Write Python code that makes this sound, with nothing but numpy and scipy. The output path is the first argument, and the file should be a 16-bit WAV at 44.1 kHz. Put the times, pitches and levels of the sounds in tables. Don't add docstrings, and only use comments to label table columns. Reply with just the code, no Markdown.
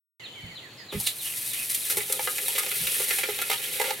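import sys
import numpy as np
from scipy import signal
from scipy.fft import rfft, irfft, next_fast_len
from scipy.io import wavfile
from scipy.ndimage import uniform_filter1d, map_coordinates

SR = 44100
rng = np.random.default_rng(int(sys.argv[2]) if len(sys.argv) > 2 else 0)


def master_out(mix):
    frames = np.transpose(np.atleast_2d(mix))
    ceiling = np.clip(frames, -1, 1)
    pcm = np.round(ceiling * 32767).astype(np.int16)
    wavfile.write(sys.argv[1], SR, pcm)


N = 176400
T = np.arange(N) / SR

# f/Hz, relative level/dB
AIR_SPECTRUM = [(15, -57), (30, -36), (85, -5), (117, 7), (180, -1), (344, -0.5), (1420, -7.5), (4260, -4),
                (5570, -26), (6900, -11.5), (12000, -53)]
# f/Hz, correlation
AIR_CORRELATION = [(600, 0.99), (1400, 0.54)]
# f/Hz, left over right/dB
AIR_PAN = [(600, 0), (2300, -4), (7000, 12.5)]
# t/s, length/s, f/Hz, relative level/dB
FAR_TRILLS = [(0.203, 0.41, 3062, -48.5), (.4, 0.61, 4370, -53)]
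# t/s, starting f/Hz
FAR_PEEPS = [(.319, 3440), (.77, 5160)]
# t/s, starting f/Hz
FAR_WHISTLES = [(.19, 2200), (.2, 3100), (.352, 2390), (.415, 2433), (.49, 2340), (.622, 2130),
                (.782, 2113)]
NEAR_CHIRPS = [.236, .552, .885, 1.183, 1.496, 1.815, 2.137, 2.452, 2.775]
# t/s, relative level/dB, fall/s
HAND_BUMPS = [(.443, -41, 0.051), (0.96, -27.5, 0.029), (1.965, -47, 0.11), (2.817, -39.5, 0.034)]
# f/Hz, relative level/dB
BUMP_SPECTRUM = [(40, -16), (75, -0.5), (170, 5.5), (225, -4.5), (900, -34)]
# t/s, relative level/dB
SHRINK_LEVEL = [(.915, -69), (.926, -47), (.97, -43), (.995, -34), (1.15, -40.5), (1.25, -32.5),
                (1.52, -33.5), (1.72, -32), (1.92, -31.5), (2.04, -35), (2.15, -32), (2.48, -30.5),
                (2.68, -35.5), (2.76, -28), (3.18, -29), (3.26, -35), (3.88, -34.5), (4, -41.5)]
# t/s, relative level/dB
CREASE_LEVEL = [(.91, -59), (.93, -44), (1.15, -52.5), (1.27, -46), (2.22, -43), (2.8, -37.5), (3.15, -38),
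                (3.87, -39.5), (4, -44)]
# t/s, length/s, starting f/Hz, relative level/dB
CREASE_RUNS = [(1.235, .12, 3170, -41), (1.539, 0.1, 3160, -41), (2.799, 0.2, 3130, -42),
               (3.075, .075, 2100, -39)]
# f/Hz, relative level/dB
CRACKLE_SPECTRUM = [(1500, -64.5), (3500, -5), (7200, -3), (9200, 4.5), (12000, 5.5), (15500, -6.5)]
# f/Hz, relative level/dB
CRACK_SPECTRUM = [(400, -34.5), (1200, -11), (2100, 6.5), (3900, 4), (4900, -2), (12000, -4)]
# t/s, relative level/dB, rise/s, fall/s
RIP_BURSTS = [(1.073, -17, 0.0038, 0.0023), (1.083, -27.5, 0.018, 0.022)]
# f/Hz, relative level/dB
RIP_SPECTRUM = [(1300, -14), (2900, 2), (4000, 10), (5400, -4.5), (9500, 6), (15500, -7)]
# f/Hz, relative level/dB
CAVITY_MODES = [(420, 5), (520, 2), (810, 2), (900, -1.5), (1240, -0.5), (1410, -2.5), (1600, -3),
                (2080, 8), (2380, 5), (2800, -0.5)]
# t/s, length/s, relative level/dB of crackle, of crack and of ring, ring centre f/Hz
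BUCKLES = [(.926, .024, -52, -41, -25.5, 440), (1.001, 0.012, -25, -56, -37, 830),
           (1.534, 0.011, -25, -30, -60, 430), (1.698, 0.024, -25, -32, -56, 430),
           (1.747, .0025, -17.5, -28, -37, 2080), (1.852, 0.022, -26.5, -36, -54, 430),
           (1.9, 0.026, -21.5, -28, -30, 1450), (1.971, .013, -21, -26.5, -21.5, 406),
           (2.005, .003, -36, -32, -28, 2200), (2.099, 0.0065, -30, -51, -26.5, 478),
           (2.125, 0.0028, -17.5, -34, -34.5, 1400), (2.194, 0.0023, -38, -28.5, -20.5, 830),
           (2.274, 0.0026, -37, -28.5, -19, 1150), (2.383, 0.0049, -33, -26.5, -27.5, 1900),
           (2.483, .004, -20.5, -29, -30.5, 805), (2.552, 0.017, -44, -25.5, -29.5, 540),
           (2.582, 0.016, -20, -23.5, -24.5, 1248), (2.634, .002, -37, -28, -32.5, 830),
           (2.664, 0.0018, -33, -29, -29.5, 600), (2.715, 0.0062, -29, -26, -30.5, 1460),
           (2.871, .0026, -24, -21, -33, 2080), (2.999, .014, -44, -41, -24, 480),
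           (3.108, .002, -33, -20, -20, 1900), (3.186, .002, -23, -25, -26, 1590),
           (3.234, 0.0055, -36, -23, -19.5, 2000), (3.288, 0.0084, -42, -31, -20.5, 400),
           (3.389, .001, -35, -26, -24.5, 1400), (3.417, 0.0063, -24, -25, -24, 1590),
           (3.5, 0.0034, -23.5, -22, -21, 925), (3.514, 0.0058, -29, -21, -22, 895),
           (3.53, 0.011, -30, -23, -25.5, 900), (3.799, 0.0026, -24.5, -25, -17, 700),
           (3.814, .004, -28, -23, -19, 800), (3.841, 0.063, -47, -29, -25.5, 600),
           (3.906, .003, -38, -23, -20, 867)]
# f/Hz, gain/dB
REFLECTION_GAIN = [(200, -30), (1400, .5), (9000, -11)]


def amp(db):
    return 10 ** (np.asarray(db) / 20)


def unit(x):
    return x / np.sqrt(np.mean(x ** 2) + 1e-20)


def along(points, hz):
    f, value = np.transpose(points)
    return np.interp(np.log(hz + 1), np.log(f + 1), value)


def curve(rows):
    return np.interp(T, *np.transpose(rows))


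def wobble(rate):
    return map_coordinates(rng.standard_normal(int(N * rate / SR) + 4), [T * rate])


def filtered(x, response):
    size = next_fast_len(N + SR // 4)
    return irfft(rfft(x, size) * response(np.fft.rfftfreq(size, 1 / SR)), size)[..., :N]


def convolved(x, impulse):
    return signal.oaconvolve(np.atleast_2d(x), np.atleast_2d(impulse), axes=1)[:, :N]


def coloured(x, spectrum, size=2048):
    cepstrum = irfft(np.log(amp(along(spectrum, np.fft.rfftfreq(size, 1 / SR)))))
    cepstrum[1:size // 2] *= 2
    cepstrum[size // 2 + 1:] = 0
    impulse = irfft(np.exp(rfft(cepstrum)))
    return convolved(x, impulse / np.linalg.norm(impulse))


def panned(x, pan_db):
    return x * amp([[pan_db / 2], [-pan_db / 2]])


def burst(t, hold, rise, fall):
    return np.exp(np.minimum(t, 0) / rise - np.maximum(t - hold, 0) / fall)


def add(track, start_s, sound):
    part = track[max(round(start_s * SR), 0):][:len(sound)]
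    part += sound[:len(part)]


def echoes(x, t60):
    t = np.arange(SR // 3) / SR
    tail = rng.standard_normal((2, len(t))) * amp(-60 * t / t60)
    return convolved(x, tail / np.linalg.norm(tail[0]))


def garden(level_db=-49.5):
    def mid_side_gains(hz):
        angle = np.arccos(along(AIR_CORRELATION, hz)) / 2
        return amp(along(AIR_SPECTRUM, hz)) * [np.cos(angle), np.sin(angle)]

    mid, side = filtered(rng.standard_normal((2, N)), mid_side_gains)
    left_right = np.array([mid + side, mid - side])
    air = filtered(left_right, lambda hz: amp(np.outer([.5, -.5], along(AIR_PAN, hz))))
    return amp(level_db) * unit(air)


def bird_note(length, from_hz, to_hz, rough, bend=1):
    samples = int(length * SR)
    progress = np.arange(samples) / samples
    waver = map_coordinates(rng.standard_normal(256), [progress * length * 400], mode="wrap")
    hz = (from_hz + (to_hz - from_hz) * progress ** bend) * (1 + rough * waver)
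    swell = np.sqrt(2 * np.abs(np.sin(np.pi * progress ** .65)))
    return swell * np.sin(2 * np.pi * np.cumsum(hz) / SR)


def birds():
    near, far, thin = np.zeros((3, N))
    for start in NEAR_CHIRPS:
        add(near, start, amp(-44) * bird_note(.054, from_hz=4150, to_hz=2400, rough=.02, bend=1.6))
    for start, hz in FAR_WHISTLES:
        add(far, start, amp(-53) * bird_note(.072, hz, .76 * hz, rough=.02))
    for start, hz in FAR_PEEPS:
        add(thin, start, amp(-47) * bird_note(.0492, hz, .88 * hz, rough=.035, bend=.99))
    for start, length, hz, db in FAR_TRILLS:
        add(thin, start, amp(db) * bird_note(length, hz, hz, rough=.011))
    return near + panned(far, pan_db=-13.5) + echoes(near + far + thin, t60=.3)


def hand_bumps(cutoff_hz=260):
    noise = signal.hilbert(coloured(rng.standard_normal(N), BUMP_SPECTRUM)[0])
    evened = unit(noise.real / np.abs(noise) ** .5)
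    shape = sum(amp(db) * burst(T - start, hold=.0017, rise=.009, fall=fall)
                for start, db, fall in HAND_BUMPS)
    thuds = filtered(shape * evened, lambda hz: 1 / (1 + (hz / cutoff_hz) ** 6))
    return panned(thuds, pan_db=-3)


def fractures(rate, size_db, spread):
    size = amp(size_db * np.clip(rng.standard_normal(N), -2, 2)) * rng.choice([-1, 1], N)
    snaps = size * (rng.random(N) < rate / SR)
    side = spread * rng.standard_normal(N)
    return unit(snaps * np.array([1 + side, 1 - side]))


def facets(pitch, spread_oct, rate=480, size_db=3.5, t60=.02):
    rings = np.zeros(len(pitch))
    t = np.arange(SR // 20) / SR
    starts = np.flatnonzero(rng.random(len(pitch)) < rate / SR)
    detune, sizes = rng.standard_normal((2, len(pitch)))
    for i in starts:
        hz = pitch[i] * 2 ** (spread_oct * detune[i])
        decay = amp(size_db * sizes[i] - 60 * t / t60)
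        add(rings, i / SR, decay * np.sin(2 * np.pi * hz * t))
    return unit(rings)


def crinkles(centre_hz=2900, pitch_fall=.76):
    crinkle = facets(np.full(N, centre_hz), spread_oct=.33) * amp(curve(CREASE_LEVEL) - 4)
    for start, length, hz, db in CREASE_RUNS:
        progress = np.arange(int(length * SR)) / (length * SR)
        run = facets(hz * pitch_fall ** progress, spread_oct=.09)
        add(crinkle, start, amp(db) * signal.windows.tukey(len(run)) * run)
    return panned(crinkle, pan_db=-3.5)


def coating():
    clumps_db = 1.5 * wobble(rate=45)
    fine = fractures(rate=6500, size_db=3.3, spread=.067) * amp(curve(SHRINK_LEVEL) + clumps_db)
    coarse = fractures(rate=2500, size_db=2.5, spread=.44) * amp(curve(CREASE_LEVEL) + clumps_db)
    crackle = coloured(fine, CRACKLE_SPECTRUM)
    rustle = coloured(coarse, CRACK_SPECTRUM)
    return panned(crackle, pan_db=1.3) + panned(rustle, pan_db=-1.5)


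def rip():
    shape = sum(amp(db) * burst(T - start, 0, rise, fall) for start, db, rise, fall in RIP_BURSTS)
    tearing = shape * fractures(rate=16000, size_db=3, spread=.085)
    return panned(coloured(tearing, RIP_SPECTRUM), pan_db=-2)


def shell_knock(centre_hz, focus_db=12, focus_oct=.42, scatter_db=3, drift=.022, lowest_t60=.1):
    t = np.arange(SR // 8) / SR
    hz, db = np.transpose(CAVITY_MODES)
    lift_db = focus_db * np.exp(-(np.log2(hz / centre_hz) / focus_oct) ** 2)
    db = db + scatter_db * rng.standard_normal(len(hz)) + lift_db
    hz = hz * (1 + drift * rng.standard_normal(len(hz)))
    decay = amp(db[:, None] - 60 * np.outer(np.sqrt(hz / hz[0]), t) / lowest_t60)
    cycles = np.outer(hz, t) + rng.random((len(hz), 1))
    ring = np.sum(decay * np.sin(2 * np.pi * cycles), axis=0)
    return signal.sosfilt(signal.butter(N=3, Wn=320, btype="high", fs=SR, output="sos"), ring)


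def crumple(start_s=1.9, level_db=-49):
    taps = fractures(rate=170, size_db=0, spread=.078)
    ring = unit(convolved(taps, shell_knock(centre_hz=430)))
    return ring * (T > start_s) * amp(level_db)


def shell_ring(push, centre_hz):
    ring = signal.fftconvolve(push, shell_knock(centre_hz))[:len(push)]
    return ring / np.sqrt(uniform_filter1d(ring ** 2, size=180).max())


def folds(snap_db=4, snap_s=.0022, kick=40):
    fine, coarse, hollow = np.zeros((3, N))
    t = np.arange(-SR // 100, SR // 8) / SR
    for start, length, crackle_db, crack_db, ring_db, hz in BUCKLES:
        accent = amp(snap_db * np.exp(-np.abs(t) / snap_s))
        shape = burst(t, length, rise=.0013, fall=.0065) * accent
        push = kick * (t == 0) + shape * rng.standard_normal(len(t))
        add(fine, start + t[0], amp(crackle_db - 5) * shape)
        add(coarse, start + t[0], amp(crack_db - 5.5) * shape)
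        add(hollow, start + t[0], amp(ring_db - 6.5) * shell_ring(push, hz))
    crackle = coloured(fine * fractures(rate=12000, size_db=7.5, spread=.067), CRACKLE_SPECTRUM)
    crack = coloured(coarse * fractures(rate=6000, size_db=3.5, spread=.12), CRACK_SPECTRUM)
    return panned(crackle, pan_db=1) + panned(crack, pan_db=-1.5) + panned(hollow, pan_db=-.5)


def scene():
    balloon = coating() + crinkles() + folds() + crumple() + rip() + hand_bumps()
    reflected = filtered(echoes(balloon, t60=.15), lambda hz: amp(along(REFLECTION_GAIN, hz)))
    return balloon + reflected + birds() + garden()


def record(dry):
    start_s, top_hz = .197, 15900
    return filtered(dry * (T >= start_s), lambda hz: hz < top_hz)


dry = scene()
out = record(dry)
master_out(out)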